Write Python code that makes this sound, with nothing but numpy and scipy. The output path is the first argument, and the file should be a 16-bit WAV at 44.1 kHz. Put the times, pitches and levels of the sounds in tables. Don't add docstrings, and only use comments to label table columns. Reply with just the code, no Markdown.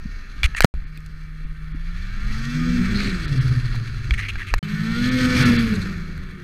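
import sys
import numpy as np
from scipy import signal
from scipy.fft import rfft, irfft, next_fast_len
from scipy.io import wavfile
from scipy.ndimage import uniform_filter1d, map_coordinates

SR = 44100
rng = np.random.default_rng(int(sys.argv[2]) if len(sys.argv) > 2 else 0)


def digitize_waveform(pressure):
    field = np.atleast_2d(pressure).T
    bounded = np.clip(field, -1, 1)
    quanta = np.round(bounded * 32767).astype(np.int16)
    wavfile.write(sys.argv[1], SR, quanta)


def undo_db(level):
    steps = np.asarray(level, float) / 20
    return 10 ** steps


N = 283563
T = np.arange(N) / SR
SIZE = next_fast_len(N)
HZ = np.fft.rfftfreq(SIZE, 1 / SR)

# start [t/s], end [t/s]
SCENES = [
    (0, .654),
    (.74, 4.591),
    (4.628, 6.43),
]
# [t/s], crank rate [f/Hz]
CRANK_SPEED = [
    [(0, 102.4), (0.654, 98.7)],
    [(0.74, 76.85), (1.75, 77.8), (2.2, 97.6), (2.56, 124.1), (2.85, 120.1), (3.0, 106), (3.3, 73.53),
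     (3.65, 67.13), (4.591, 61)],
    [(4.628, 101), (4.8, 106.9), (5.12, 127.8), (5.4, 124.8), (5.6, 116.8), (5.85, 84.8), (6.43, 74.44)],
]
# [t/s], lug rate [f/Hz], tone [level/dB]
LUG_SPEED = [
    [(1.95, 96, -60), (2.07, 101.3, -42), (2.43, 132.1, -30.5), (2.57, 156.3, -24.5), (3.03, 207.1, -27),
     (3.3, 143, -33), (3.38, 128.4, -19), (3.95, 108, -34.5), (4.59, 92.6, -34.5)],
    [(4.628, 155.9, -32), (4.872, 165.4, -29.5), (5.118, 211, -31.5), (5.18, 239.8, -33),
     (5.37, 250.4, -22), (5.662, 228.6, -24), (5.856, 193.3, -33), (6.354, 184.7, -46), (6.43, 173, -39)],
]
# [t/s], nearness as rasp [level/dB], exhaust over rasp [level/dB]
NEARNESS = [
    [(0, -47, -6.5), (0.654, -47, -11.5)],
    [(0.74, -50.5, 7.5), (1.76, -48.5, 11.5), (2.12, -42.5, -1), (2.45, -37, 4), (2.7, -35.5, 14.5),
     (3.09, -35, 9.5), (3.2, -37, 7), (4.08, -41.5, 9), (4.591, -43.5, -16)],
    [(4.628, -39.5, 8.5), (5.108, -29.5, 9.5), (5.28, -27.5, 9.5), (5.43, -22.5, 6), (5.65, -33, 13.5),
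     (5.99, -41.5, 10.5), (6.43, -47, 3.5)],
]
# [f/Hz], [level/dB]
WIND_COLOUR = [(15, 2), (30, 12.5), (60, -3.5), (100, -13.5), (200, -25.5), (400, -63), (800, -47),
               (2000, -93)]
# [f/Hz], [level/dB]
ROAR_COLOUR = [(40, -14.5), (80, 12.5), (150, 11), (250, 5), (400, -4.5), (600, -15.5), (900, -23.5),
               (1500, -29), (4000, -90)]
# crest [t/s], [level/dB], length [t/s]
WIND_GUSTS = [(.1, -29, .3), (0.465, -25.5, 0.19), (0.747, -22, 0.17), (1.235, -33, 0.57),
              (1.47, -25.5, 0.09), (1.915, -25, 0.45), (2.29, -20.5, 0.22), (2.85, -24, .5),
              (3.351, -27.5, .6), (3.71, -23.5, .15), (3.95, -26.5, .1), (4.14, -23.5, 0.14),
              (4.351, -25, 0.092), (4.744, -35, .06), (5.001, -30, 0.29), (5.501, -28.5, 0.77),
              (6.054, -31.5, .22), (6.24, -32, .12)]
# [t/s], extra roar [level/dB], length [t/s]
DRIFT_SLAMS = [
    (3.024, 7, .25),
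    (3.451, 6, 0.29),
]
# [t/s], fade of the extra roar [t/s]
TAIL_TURNS = [
    (.1, 1.1),
    (2.85, 1.32),
    (5.15, 8),
]
# [f/Hz], width [f/Hz], [level/dB]
HOUSING_MODES = [(1320, 350, 6.5), (1550, 490, 9.5), (1808, 180, 12), (2254, 280, 10), (2667, 90, 5.5),
                 (3378, 420, 2.5), (4090, 380, 5), (4585, 124, 3), (5440, 400, -9), (6570, 1330, -17),
                 (6470, 250, -34), (8570, 260, -25.5), (10500, 1600, -28.5), (12700, 2700, -52)]
# [f/Hz], width [f/Hz], [level/dB]
HOUSING_DIPS = [(3830, 130, -3), (5450, 350, -7), (7150, 350, -8), (9500, 300, -4), (11000, 300, -6)]
# [f/Hz], [level/dB]
PORT_RESPONSE = [(300, -24), (600, -5), (900, -4), (1200, 7), (13800, 9), (15300, 3), (16500, -32)]
# [t/s], peak [level/dB], ring [f/Hz], T60
CLICKS = [(.4325, -8, 2350, .022, -24), (.4424, -10, 2400, .012, -20), (.5485, -17, 1850, .022, -34),
          (.597, -27, 1900, .01, -20), (.6062, 1, 1650, .009, -14), (.6125, -24, 2000, .01, -5),
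          (.6207, -12, 2200, .008, -6), (.6254, -11, 2100, .009, -20), (.6453, 6, 1380, .01, -14),
          (.653, -20, 1190, .012, -12), (.7405, -38, 1500, .005, -8), (.975, -35, 2470, .019, -2.5),
          (1.005, -44, 1880, .02, -5), (1.063, -46, 1417, .013, 7), (3.756, -34, 1940, .02, -4),
          (4.1085, -10, 2296, .013, -28), (4.356, -22, 1630, .025, -30), (4.5398, -6, 1750, .008, -20),
          (4.5445, -24, 1800, .02, -4), (5.627, -28, 1783, .015, -5), (5.738, -25, 1778, .02, -12),
          (4.629, -32, 3050, .06, -30), (6.178, -33, 1500, .018, -10), (6.311, -44, 1789, .016, -5)]
# [t/s], length [t/s], [level/dB], ring [f/Hz], share of wide scratch [ratio]
GLOVE_RUBS = [(0.434, 0.033, -23.5, 2240, 0.44), (0.561, 0.035, -28, 1950, 0.63),
              (0.631, 0.038, -26.5, 1760, 0.72), (2.963, 0.17, -36.5, 2280, 0.23),
              (2.923, 0.22, -37, 4159, 0.2), (3.741, 0.019, -44.5, 950, 0.19),
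              (4.134, 0.018, -29.5, 1920, 0.25), (4.174, 0.046, -30, 1950, 0.23),
              (4.213, 0.069, -34, 2090, 0.086), (4.281, 0.031, -30, 2367, 0.27),
              (4.361, .02, -56, 1626, 0.43), (4.38, 0.0109, -37.5, 2020, 0.2),
              (4.39, 0.049, -33.5, 1780, 0.12), (4.463, 0.063, -38, 2295, 0.3),
              (4.58, 0.011, -39.5, 2013, 0.71), (5.737, 0.033, -40, 4150, 0.86),
              (5.813, 0.029, -39.5, 4123, 0.45)]
# crest [t/s], peak [level/dB], [f/Hz],
# length [cycles], direction [sign]
PUSHES = [(.059, -20, 170, 1.2, 1), (.4515, -6, 52, .95, 1), (.474, -16, 22, .7, -1),
          (.616, -11, 27, .6, -1), (.636, -15, 27, .6, 1), (.6482, 2, 135, .8, 1), (.6461, 6, 520, .7, -1),
          (.6066, -6, 900, .8, -1), (4.5397, -4, 1100, .8, -1), (.85, -45, 250, 2, 1),
          (.98, -45, 300, 2, 1), (1.45, -42, 250, 3, 1), (1.75, -28, 250, 2, 1), (4.122, -10, 55, 1.6, 1),
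          (4.531, -13, 40, 1.2, 1), (4.565, -12, 26, 1.1, 1), (4.586, -17, 30, .6, 1)]
# crank order [number], against the rasp [level/dB]
WEAK_ORDERS = [(3, -30), (5, -25), (7, -26), (8, -22)]
TREBLE_LOSSES = [.858, 1.455, 1.735, 3.27, 3.4, 5.105, 5.445, 5.577]


def curve(tables, column):
    rows = np.concatenate(tables)
    return np.interp(T, rows[:, 0], rows[:, column])


def evened(x):
    return x / np.sqrt(np.mean(x ** 2) + 1e-20)


def read(points, hz):
    f, value = np.transpose(points)
    return np.interp(np.log(hz + 1), np.log(f + 1), value)


def add(mix, s, sound):
    part = mix[max(round(s * SR), 0):][:len(sound)]
    part += sound[:len(part)]


def wander(hz):
    count = 8192
    slope = np.sqrt(1 + (np.fft.rfftfreq(count, 64 / SR) / hz) ** 4)
    slow = irfft(rfft(rng.standard_normal(count)) / slope)
    return np.interp(T, np.arange(count) * 64 / SR, evened(slow))


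def shaped(x, db):
    return evened(irfft(rfft(x, SIZE) * undo_db(db), SIZE)[:N])


def ring(x, hz, width):
    r = np.exp(-np.pi * width / SR)
    return signal.lfilter([1, -1], [1, -2 * r * np.cos(2 * np.pi * hz / SR), r * r], x)


def tone(turns, db, flutter_db, flutter_hz=10):
    strength = np.sqrt(2) * undo_db(db + flutter_db * wander(flutter_hz))
    return strength * np.sin(2 * np.pi * (turns + rng.random()))


def patchy(x, patch_db):
    z = signal.stft(x, nperseg=256)[2]
    field = rng.standard_normal(z.shape)
    for bands, frames in [(9, 140), (5, 60)]:
        field = uniform_filter1d(uniform_filter1d(field, bands, 0), frames, 1)
    return signal.istft(z * undo_db(patch_db * evened(field)), nperseg=256)[1][:N]


def housing_taps():
    hz = np.abs(np.fft.fftfreq(4096, 1 / SR))
    power = sum(undo_db(db) ** 2 / (1 + (2 * (hz - f) / w) ** 2) ** 1.43 for f, w, db in HOUSING_MODES)
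    dips_db = sum(db * np.exp(-((hz - f) / w) ** 2) for f, w, db in HOUSING_DIPS)
    log_gain = np.log(power * undo_db(read(PORT_RESPONSE, hz) + dips_db) ** 2 + 1e-9) / 2
    return np.fft.ifft(np.exp(np.conj(signal.hilbert(log_gain)))).real[:2048]


def hiss():
    slope_db = 40 * np.minimum(np.log10(HZ / 9000 + 1e-3), 0)
    return undo_db(-71.5) * shaped(rng.standard_normal(N), slope_db)


def wind():
    breeze_db = -43
    lumps = shaped(rng.standard_normal(N), read(WIND_COLOUR, HZ))
    lumps /= np.sqrt(uniform_filter1d(lumps ** 2, 3000) + .06)
    power = undo_db(breeze_db) ** 2
    for s, db, length in WIND_GUSTS:
        power = power + undo_db(db) ** 2 * np.exp(-(2 * (T - s) / length) ** 2)
    return np.sqrt(power) * lumps


def clicks(taps):
    snap, snap_hz, snap_t60_s = 1.1, 4300, .0022
    out, t = np.zeros(N), np.arange(1300) / SR
    soft_start = 1 - np.exp(-t / .00025)
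    for s, db, hz, t60, tick_db in CLICKS:
        upper = 0.68 * np.sin(2 * np.pi * 1.44 * hz * t)
        lower = 0.24 * np.sin(2 * np.pi * 0.52 * hz * t)
        mode = np.sin(2 * np.pi * hz * t) + (upper + lower) * undo_db(-60 * t / 0.036)
        mode = mode * undo_db(-60 * t / t60)
        tick = ring(rng.standard_normal(len(t)), 4200, 6000) * undo_db(tick_db - 60 * t / 0.0045)
        crack = (1 - np.exp(-t / .0001)) * np.sin(2 * np.pi * snap_hz * t) * undo_db(-60 * t / snap_t60_s)
        tick += snap * min(undo_db(tick_db + 24), 1) * crack
        body = mode + .5 * taps[:len(t)] / abs(taps).max()
        add(out, s, undo_db(db) * (soft_start * body + tick))
    return out


def rubs(taps):
    fade_db = -6
    out = np.zeros(N)
    for s, length, db, hz, wide in GLOVE_RUBS:
        n = min(round(length * SR), 9000)
        slips = undo_db(3 * evened(uniform_filter1d(rng.standard_normal(9000), 90)))
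        grains = (rng.standard_normal(9000) * slips)[:n]
        grains = grains * signal.windows.tukey(n, .4) * undo_db(fade_db * np.arange(n) / n)
        grains = np.r_[grains, np.zeros(200)]
        squeak = ring(ring(grains, hz, 630), hz, 860)
        scratch = evened(np.convolve(grains, taps)[:len(grains)])
        scratch = scratch + 0.53 * evened(ring(ring(grains, 6500, 820), 8800, 2200))
        add(out, s, undo_db(db) * evened(evened(squeak) + wide * evened(scratch)))
    return out


def pushes():
    out = np.zeros(N)
    for s, db, hz, cycles, sign in PUSHES:
        u = np.arange(-cycles, cycles, hz / SR)
        swing = np.cos(2 * np.pi * u) * np.exp(-4 * (u / cycles) ** 2)
        add(out, s - cycles / hz, np.sign(sign) * undo_db(db) * swing)
    return out


def chassis_db():
    turn_s, roar_db, tail_db, far_roar_db = 0.39, -11.5, 13, -57
    slams_db = sum(db * np.exp(-(2 * (T - s) / length) ** 2) for s, db, length in DRIFT_SLAMS)
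    tail = 0
    for (s, fade), (a, b) in zip(TAIL_TURNS, SCENES):
        turned = (1 + np.tanh((T - s) / turn_s)) / 2
        tail = tail + turned * ((T >= a) & (T < b + .1)) * np.exp(-np.maximum(T - s, 0) / fade)
    return np.maximum(curve(NEARNESS, 1) + roar_db + tail_db * tail + slams_db, far_roar_db)


def track():
    hz, db = curve(LUG_SPEED, 1), curve(LUG_SPEED, 2)
    turns = np.cumsum(hz * (1 + 0.0094 * wander(33.0))) / SR
    slowing = uniform_filter1d(np.clip(-np.gradient(hz) * SR, 0, 250), 2000)
    octave_db = db - 18.5 + 0.0269 * slowing
    rolling = np.interp(T, [1.8, 2], [0, 1])
    roar = shaped(rng.standard_normal(N), read(ROAR_COLOUR, HZ)) * undo_db(2.7 * wander(23))
    lugs = tone(turns, db, 3.5, 18) + tone(2 * turns, octave_db, 4)
    return rolling * lugs + undo_db(chassis_db() + 4.5) * roar


def exhaust_gas(turns, nearness_db, taps):
    gate = 1.5 + np.exp(-((2 * turns) % 1) / 0.69) * undo_db(4.0 * wander(120))
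    gas = evened(gate * rng.standard_normal(N)) * undo_db(1.34 * wander(15.3))
    late = T - np.clip(0.0004695 + 0.02 * nearness_db, 0, 1)
    gas = gas - 0.21 * map_coordinates(gas, [late * SR], order=3)
    gas = signal.oaconvolve(gas, taps)[:N]
    return patchy(gas, 1.7)


def engine(taps):
    hz, rasp_db, load_db = curve(CRANK_SPEED, 1), curve(NEARNESS, 1), curve(NEARNESS, 2)
    nearness_db = rasp_db + 40
    speeding = uniform_filter1d(np.clip(np.gradient(hz) * SR, -80, 80), 4000)
    coasting = np.maximum(-speeding, 0)
    clean = .42 + .009 * (hz - 100) + .002 * speeding

    fire_db = rasp_db + load_db - .12 * coasting
    crank_db = chassis_db() + 0.62 * load_db - .12 * coasting
    fourth_db = -63.5 + 1.57 * nearness_db + 0.48 * load_db
    sixth_db = rasp_db + np.maximum(-16 - .6 * (hz - 64), -31.5)
    top_db = -54.5 + 1.236 * nearness_db

    turns = np.cumsum(uniform_filter1d(hz, 2000) * (1 + .0027 * wander(20))) / SR
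    low = tone(turns, crank_db, 3.5) + tone(2 * turns, fire_db, 1.5 + .035 * coasting, 14)
    low += tone(4 * turns, fourth_db, 3.5) + tone(6 * turns, sixth_db, 3)
    weak = sum(tone(round(k) * turns, rasp_db + db, 4, 8) for k, db in WEAK_ORDERS)
    low += weak * np.clip(clean, 0, 1)
    pulses = sum((.75 if k % 2 else 1) * tone(k * turns, -.25 * k, 3.5, 6) for k in range(8, 31))
    pulses = signal.oaconvolve(pulses, taps)[:N]
    gas = exhaust_gas(turns, nearness_db, taps)

    edge_db = 40 * np.tanh(np.log(HZ / 2900 + 1e-9) * 8)
    split_db = 40 * np.tanh(np.log(HZ / 5000 + 1e-9) * 8)
    below = 2 * np.minimum(-edge_db, 0)
    middle = np.minimum(edge_db, 0) + 2 * np.minimum(-split_db, 0)
    above = np.minimum(split_db, 0)
    clean = np.clip(clean + .1, .1, .9)
    body = np.sqrt(1 - clean) * shaped(gas, below) + np.sqrt(clean) * evened(pulses)
    whine = undo_db(.5 * (rasp_db + top_db) - 1.5 + 0.43 * wander(6.2)) * shaped(gas, middle)
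    top = undo_db(top_db + 0.45 * wander(27)) * shaped(gas, above)
    return low + whine + undo_db(rasp_db) * body + top


def scene():
    taps = housing_taps()
    sled = engine(taps) + track()
    air = wind()
    hand = clicks(taps) + rubs(taps) + pushes()
    return (sled + air + hand + hiss())[None]


def top_cut(x):
    return signal.sosfilt(signal.butter(12, 16500, fs=SR, output="sos"), x)


def record(dry):
    running = sum((T >= a) & (T < b) for a, b in SCENES).astype(float)
    cut = np.clip(dry, -.98, .98) * uniform_filter1d(running, 12)
    low_pass = signal.firwin(401, 15300, window=("kaiser", 9), fs=SR)
    limited = signal.oaconvolve(cut, low_pass[None], "same")
    high_pass = .8 * signal.firwin(129, 4500, fs=SR, pass_zero=False)
    treble = signal.oaconvolve(limited, high_pass[None], "same")
    loss = sum(np.exp(-((T - s) / .011) ** 4) for s in TREBLE_LOSSES)
    return top_cut(limited - loss * treble)


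dry = scene()
out = record(dry)
digitize_waveform(out)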